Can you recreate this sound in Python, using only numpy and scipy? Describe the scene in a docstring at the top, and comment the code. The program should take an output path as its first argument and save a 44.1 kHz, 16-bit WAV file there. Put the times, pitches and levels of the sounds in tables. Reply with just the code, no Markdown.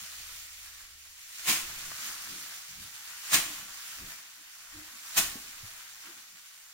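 """A sheaf of straw is swung down three times onto a wooden cart wheel in a barn.
Each blow is a cloud of stalks slapping the wheel, with a thud and a brief ring. Between blows the
sheaf is shaken and lifted: its ears hiss and its stalks crunch. Boots shuffle and knock on the plank
floor, boards and hay throw back echoes, and air and footfalls rumble a little."""
import sys
import numpy as np
from scipy import signal
from scipy.fft import rfft, irfft, next_fast_len
from scipy.io import wavfile
from scipy.ndimage import uniform_filter1d

SR = 44100
rng = np.random.default_rng(int(sys.argv[2]) if len(sys.argv) > 2 else 0)


def generate_wav(sig):
    """Save sig (samples, or channels by samples) to the path in sys.argv[1] as 16-bit PCM at SR."""
    pcm = np.round(np.clip(np.atleast_2d(sig).T, -1, 1) * 32767).astype(np.int16)
    wavfile.write(sys.argv[1], SR, pcm)


N = 296793
TIME = np.arange(N) / SR

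# The blows on the wheel: (time of full contact [s], slap strength [dB], rise [s], fall [s],
# thud [dB], ring [dB], treble tilt [dB per octave], puff of air on the microphone [dB])
SHEAF_BLOWS = [(1.492, -24.5, 0.014, 0.042, -38, -46, 0, -65),
               (3.341, -20, 0.011, 0.023, -36.5, -44, 0, -53.5),
               (5.178, -21, 0.006, 0.022, -40, -38, 0.62, -51)]


def amp(db):
    """Turns decibels into a number to multiply by."""
    return 10 ** (np.asarray(db) / 20)


def unit(x):
    """Scales a signal to an average strength (rms) of 1."""
    return x / np.sqrt(np.mean(x ** 2) + 1e-20)


def read(points, hz):
    """Looks up a (frequency, value) table, blending between its rows along the octaves."""
    f, value = np.transpose(points)
    return np.interp(np.log(hz + 1), np.log(f + 1), value)


def shape(x, gain):
    """Turns each frequency of x up or down by gain(hz)."""
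    size = next_fast_len(x.shape[-1] + 2048, True)
    return irfft(rfft(x, size) * gain(np.fft.rfftfreq(size, 1 / SR)), size)[..., :x.shape[-1]]


def colour(x, points, tilt_db=0):
    """Gives x the tone in a table, tilted by tilt_db per octave, at strength 1."""
    return unit(shape(x, lambda hz: amp(read(points, hz) + tilt_db * np.log2(hz + 1))))


def add(mix, s, sound):
    """Mixes a sound in, starting at s seconds."""
    part = mix[:, max(round(s * SR), 0):][:, :sound.shape[-1]]
    part += sound[..., :part.shape[1]]


def swell(s, half_length):
    """A smooth rise and fall around s seconds."""
    return np.exp(-((TIME - s) / half_length) ** 2)


def contact(t, rise, fall):
    """How many stalks are landing: more and more as the sheaf meets the wheel at t = 0, then fewer."""
    return 1 / np.sqrt(np.exp(np.minimum(-2 * t / rise, 80)) + np.exp(np.minimum(2 * t / fall, 80)))


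def low_air():
    """Air pushed by each blow and footfalls rumble a little; a faint hum dies away."""
    # Soft low bumps, mostly from footfalls: (time [s], half length [s], level [dB])
    soft_bumps = [(0.2, 0.036, -58), (0.34, 0.1, -61.5), (0.807, 0.4, -67), (1.68, 0.17, -56),
                  (1.878, 0.037, -52.5), (2.814, 0.07, -64), (4.041, .045, -50.5), (4.748, 0.057, -65),
                  (5.64, 0.054, -62)]
    # Tone of the rumble: (frequency [Hz], level [dB])
    rumble_tone = [(12, -2), (25, 2), (55, -2), (90, -8.5), (160, -19.5), (400, -22.5), (1500, -51)]
    # Fading of the hum: (time [s], level [dB])
    hum_fade = [(0, -67), (.7, -65.5), (1.1, -68.5), (1.4, -88), (1.7, -100)]
    still_air_db, hum_hz = -87.5, 72
    puffs = [amp(db) * contact(TIME - s, rise=0.0078, fall=0.17) for s, *_, db in SHEAF_BLOWS]
    bumps = [amp(db) * swell(s, half_length) for s, half_length, db in soft_bumps]
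    push = np.hypot(amp(still_air_db), np.linalg.norm(puffs + bumps, axis=0))
    rumble = colour(rng.standard_normal(N), rumble_tone) * push
    hum = amp(np.interp(TIME, *np.transpose(hum_fade))) * np.sin(2 * np.pi * hum_hz * TIME)
    return rumble + hum


def microphone_openings(x):
    """The left and right openings share the bass and a few higher bands; each has its own tone."""
    # How alike the sides are: (frequency [Hz], likeness [0 = unrelated, 1 or more = the same])
    likeness = [(120, 1.5), (320, 0.67), (520, 0), (760, 0.1), (1150, 0.68), (1500, 0.54), (2000, 0),
                (2500, -0.16), (3500, 0), (7700, 0), (8850, 0.3), (9900, 0.11), (16000, -0.04)]
    # Which side is louder: (frequency [Hz], left minus right [dB])
    balance = [(60, 1), (110, 0.0), (200, 1.5), (380, 0), (700, -2), (1290, 3.5), (2380, 2), (4400, -4.5),
               (8120, 0), (15000, 1.5)]

    def blend(hz):
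        return np.arcsin(np.clip(read(likeness, hz), -1, 1)) / 2
    left, right = shape(x, lambda hz: np.cos(blend(hz))) + shape(x[::-1], lambda hz: np.sin(blend(hz)))
    return np.array([shape(left, lambda hz: amp(read(balance, hz) / 2)),
                     shape(right, lambda hz: amp(-read(balance, hz) / 2))])


def barn(x):
    """Boards and hay scatter the sound into echoes; the treble dies first."""
    # How long the echoes last: (frequency [Hz], time to fade by 60 dB [s])
    echo_times = [(100, 0.82), (500, 0.71), (2000, 0.4), (6000, 0.4), (15000, 0.29)]
    echoes_per_s, gap_s = 2500, .005
    echoes = rng.standard_normal((2, SR)) * (rng.random((2, SR)) < echoes_per_s / SR)
    echoes *= np.arange(SR) / SR > gap_s
    hz, t, bands = signal.stft(echoes, SR, nperseg=256)
    tail = signal.istft(bands * amp(-60 * t / read(echo_times, hz)[:, None]), SR, nperseg=256)[1]
    return signal.fftconvolve(x, tail / np.linalg.norm(tail, axis=1, keepdims=True), axes=1)[:, :N]


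def boots():
    """Soles rub the planks into short groans; heels, stalks and wood knock."""
    # Boots shifting: (middle [s], level [dB], half length [s], board pitch [Hz], pitch spread [Hz])
    shuffles = [(0.03, -63.5, 0.03, 155, 90), (0.31, -77, 0.082, 160, 160), (1.819, -62, 0.24, 126, 160),
                (2.07, -65, .17, 259, 200), (2.333, -57, .14, 234, 346), (2.718, -61.5, 0.053, 128, 100),
                (2.818, -58.5, 0.1, 150, 170), (3.495, -52, 0.046, 312, 70), (3.62, -64.5, 0.093, 170, 140),
                (4.041, -58, 0.094, 222, 292), (4.398, -72, 0.052, 297, 140), (4.776, -57, 0.051, 91.6, 60),
                (4.785, -53.5, 0.074, 303, 35.2), (4.943, -67, 0.037, 248, 60),
                (6.082, -61, 0.065, 320, 130), (6.174, -72, 0.061, 219, 120), (6.35, -72.5, .08, 201, 140)]
    # Short knocks: (time [s], level [dB], pitch [Hz], time to fade by 60 dB [s], dry clack [0 to 1])
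    knocks = [(1.916, -34.5, 1080, 0.027, .8), (5.355, -36, 230, 0.065, 0.7), (5.634, -34, 104, 0.07, 0.2)]
    out, t = np.zeros((2, N)), np.arange(SR // 2) / SR
    for s, db, half_length, hz, width in shuffles:
        pressure = signal.windows.hann(int(2 * half_length * SR))
        noise = rng.standard_normal((2, SR))[:, :len(pressure)]
        rub = shape(noise, lambda f: 1 / (1 + (2 * (f - hz) / width) ** 2))
        add(out, s - half_length, amp(db) * unit(rub * pressure) * np.sqrt(np.mean(pressure ** 2)))
    for s, db, hz, fade_s, clack in knocks:
        grit_tone = [(hz / 4, -20), (hz / 2, -7), (hz, 0), (2 * hz, -6), (5 * hz, -35)]
        grit = colour(rng.standard_normal((2, len(t))), grit_tone)
        loudness = amp(db - 60 * t / fade_s) * (1 - np.exp(-t * hz * 2))
        add(out, s, loudness * ((1 - clack) * np.sin(2 * np.pi * hz * t) + clack * grit))
    return out


def crackle(size, per_s, spread_db, snap_s, kinds=11):
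    """Countless tiny snaps of straw, a few large; each kind reaches left and right by its own paths."""
    happens = rng.random(size) < per_s / SR
    strength = np.minimum(rng.exponential(1, size), 4.5)
    snaps = happens * amp(spread_db * strength) * rng.choice([-1, 1], size)
    kind = rng.integers(0, kinds, size)
    out, t = np.zeros((2, size)), np.arange(256) / SR
    for k, hz in enumerate(np.geomspace(1500, 14000, kinds)):  # thick stalks snap lower
        burst = rng.standard_normal((2, len(t))) * np.exp(-t / snap_s)
        burst = unit(shape(burst, lambda f: .5 + np.exp(-np.log2((f + 1) / hz) ** 2)))
        out += signal.oaconvolve((snaps * (kind == k))[None], burst, axes=1)[:, :size]
    # Even out the tone, so that all frequencies are equally strong overall.
    hz, power = signal.welch(out, SR, nperseg=256)
    return unit(np.array([shape(x, lambda f: np.interp(f, hz, p) ** -.5) for x, p in zip(out, power)]))


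def tufts(x, patchy_db):
    """Tufts of straw catch and let go, each briefly lifting its own range of pitches."""
    bands = signal.stft(x, nperseg=512)[2]
    patches = uniform_filter1d(rng.standard_normal(bands.shape[1:]), size=18, axis=0)  # across pitch
    patches = uniform_filter1d(patches, size=5, axis=1)  # across time
    return unit(signal.istft(bands * amp(patchy_db * unit(patches)), nperseg=512)[1][:, :x.shape[1]])


def handling():
    """How loud the hiss and crunch are as the straw settles, is lifted and speeds down again."""
    # The sheaf after each landing: (hiss on the wheel [dB], time lying there [s],
    # hiss in the air [dB], crunch compared with hiss [dB])
    strokes = [(-40.5, 1.11, -50.5, -16), (-38.5, 1.066, -46, -13), (-41, 0.84, -49, -12.5),
               (-43.5, 1.006, -50.5, -13)]
    settle_db_per_s, lift_s, lifted_crunch_db = 5, 0.091, -1  # stalks bend less off the wheel
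    swing_db, swing_db_per_s = -38.5, 56.5
    landings = [-0.36] + [row[0] for row in SHEAF_BLOWS]  # the sheaf starts out lying on the wheel
    held, swing, bending = np.zeros((3, N))
    for s, (lying_db, lying_s, raised_db, crunch_db) in zip(landings, strokes):
        age = TIME - s
        lifted = np.clip((age - lying_s) / lift_s, 0, 1)
        db = (1 - lifted) * (lying_db - settle_db_per_s * age) + lifted * raised_db
        held = np.where(age >= 0, amp(db), held)
        bending = np.where(age >= 0, amp(crunch_db + lifted * lifted_crunch_db), bending)
        swing += (age < 0) * amp(swing_db - swing_db_per_s * abs(age))
    hiss = np.hypot(held, swing)
    return hiss, hiss * bending


def rustle():
    """Ears of grain hiss and stalks crunch as the sheaf is shaken and raised."""
    # Tugs and shakes: (time [s], half length [s], hiss [dB], crunch [dB])
    shakes = [(0.016, 0.077, -45.5, -57), (0.806, 0.059, -52, -61), (1.397, 0.016, -45, -57),
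              (1.798, 0.061, -62, -60), (2.069, 0.094, -38.5, -51.5), (2.215, 0.053, -44.5, -51.5),
              (2.42, 0.21, -44.5, -61), (2.826, .04, -45, -57.5), (3.075, 0.091, -46.5, -57.5),
              (3.267, 0.037, -42, -56), (3.952, 0.096, -44.5, -58), (4.116, 0.042, -47.5, -54),
              (4.803, 0.17, -50.5, -59), (5.685, 0.077, -54, -59), (6.073, .06, -52, -58)]
    # Tone of the hissing ears: (frequency [Hz], level [dB])
    ear_tone = [(1000, -35), (1900, -3), (2800, -2), (3700, -4), (5200, -2.5), (7300, -1.5), (8900, -5),
                (11200, -8.5), (14600, -5.5), (15300, -9.5), (16000, -3.5)]
    # Tone of the crunching stalks: (frequency [Hz], level [dB])
    stalk_tone = [(100, -15.5), (250, -17), (480, -14.5), (750, -6), (1100, -1.5), (1600, 2), (2100, -2),
                  (2900, -13), (6000, -41)]
    slip_db, slip_s = 0.8, 0.071  # the straw slips in fits and starts
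    hiss, crunch = handling()
    for s, half_length, hiss_db, crunch_db in shakes:
        tug = swell(s, half_length)
        hiss = np.hypot(hiss, amp(hiss_db) * tug)
        crunch = np.hypot(crunch, amp(crunch_db) * tug)
    ears = colour(crackle(N, per_s=12000, spread_db=2.5, snap_s=0.001), ear_tone)
    ears = tufts(ears, patchy_db=0.9)
    stalks = colour(crackle(N, per_s=7000, spread_db=3.0, snap_s=0.00064), stalk_tone)
    stalks = tufts(stalks, patchy_db=1.1)
    slips = unit(shape(rng.standard_normal(N), lambda hz: np.exp(-(hz * slip_s) ** 2)))
    return (ears * hiss + stalks * crunch) * amp(slip_db * slips)


def bounces(x, echo_db, latest_s, count=7):
    """Floor, wheel stand and nearby machines throw the slap back, making it hollow and coarse."""
    delays = rng.uniform(.002, latest_s, (2, count, 1))
    hollow = shape(x, lambda hz: 1 + amp(echo_db) * np.exp(-2j * np.pi * hz * delays).sum(1))
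    return hollow / np.sqrt(1 + count * amp(echo_db) ** 2)


def blow(s, slap_db, rise, fall, thud_db, ring_db, tilt_db):
    """Stalks slap the wheel, shake it and spring back; gives the start time and the sound."""
    # Tone of the slapping stalks: (frequency [Hz], level [dB])
    slap_tone = [(200, -29), (340, -12), (490, -17), (700, -6.5), (900, -9), (1100, -5), (1400, -6),
                 (1800, -2), (2600, 0), (3100, -2.5), (5000, -4.5), (7500, -0.5), (8800, -3.5), (11300, -9),
                 (14700, -5.5), (16000, -7)]
    # Tone of the thudding wheel and its stand: (frequency [Hz], level [dB])
    thud_tone = [(40, -12), (85, -12), (150, 10.5), (240, 9), (380, 5), (500, -40), (700, 9), (1200, -27),
                 (3000, -60)]
    # Brief ringing pitches that colour each slap: (pitch [Hz], level [dB], time to fade by 60 dB [s])
    ring_pitches = [(732, -8, 0.11), (1103, 14, 0.23), (1476, -18, 0.12), (1516, -7, 0.15), (2030, -1, .13),
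                    (2190, -12, 0.11), (2710, -13, .1), (2700, 3, 0.14), (3170, -5, .1), (3820, 13, 0.12),
                    (5360, 18, .1), (6840, -31, .1), (6760, -24, 0.086), (7100, 4, 0.15), (9100, 3, .1)]
    lead_s = .15  # room for the sound to build before full contact
    t = np.arange(SR) / SR
    landing = contact(t - lead_s, rise, fall)
    rebound = amp(-15.5) * contact(t - lead_s - .04, rise=0.047, fall=0.093)
    snaps = crackle(SR, per_s=18000, spread_db=2.0, snap_s=0.00091)
    snaps = bounces(snaps, echo_db=-15.5, latest_s=.008)
    slaps = colour(snaps, slap_tone, tilt_db) * (landing + rebound)
    ring = sum(amp(db - 60 * t / fade_s) * np.sin(2 * np.pi * hz * t) for hz, db, fade_s in ring_pitches)
    ringing = unit(signal.fftconvolve(slaps, ring[None], axes=1)[:, :SR]) * slaps.std()
    thud = colour(rng.standard_normal((2, SR)), thud_tone)
    thud *= contact(t - lead_s - .002, rise=0.0082, fall=0.032)
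    return s - lead_s, amp(slap_db + 5.0) * slaps + amp(ring_db) * ringing + amp(thud_db) * thud


def scene():
    """Blows, rustle and boots echo in the barn, over the low rumble of air."""
    beating = np.zeros((2, N))
    for *strike, _ in SHEAF_BLOWS:
        add(beating, *blow(*strike))
    straw, steps = rustle(), boots()
    echoes = barn(amp(-12.5) * beating + amp(-5) * straw + amp(-13.0) * steps)
    return microphone_openings(beating + straw + steps + echoes) + low_air()


def record(dry):
    """Turns down one narrow band of treble and cuts off the very highest sounds."""
    dip_db, dip_hz, dip_width_hz, top_hz = -12, 8070, 190, 15850
    dipped = shape(dry, lambda hz: amp(dip_db * np.exp(-((hz - dip_hz) / dip_width_hz) ** 2)))
    treble_cut = signal.firwin(511, top_hz, window=("kaiser", 9), fs=SR)
    return signal.oaconvolve(dipped, treble_cut[None], "same")


dry = scene()
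out = record(dry)
generate_wav(out)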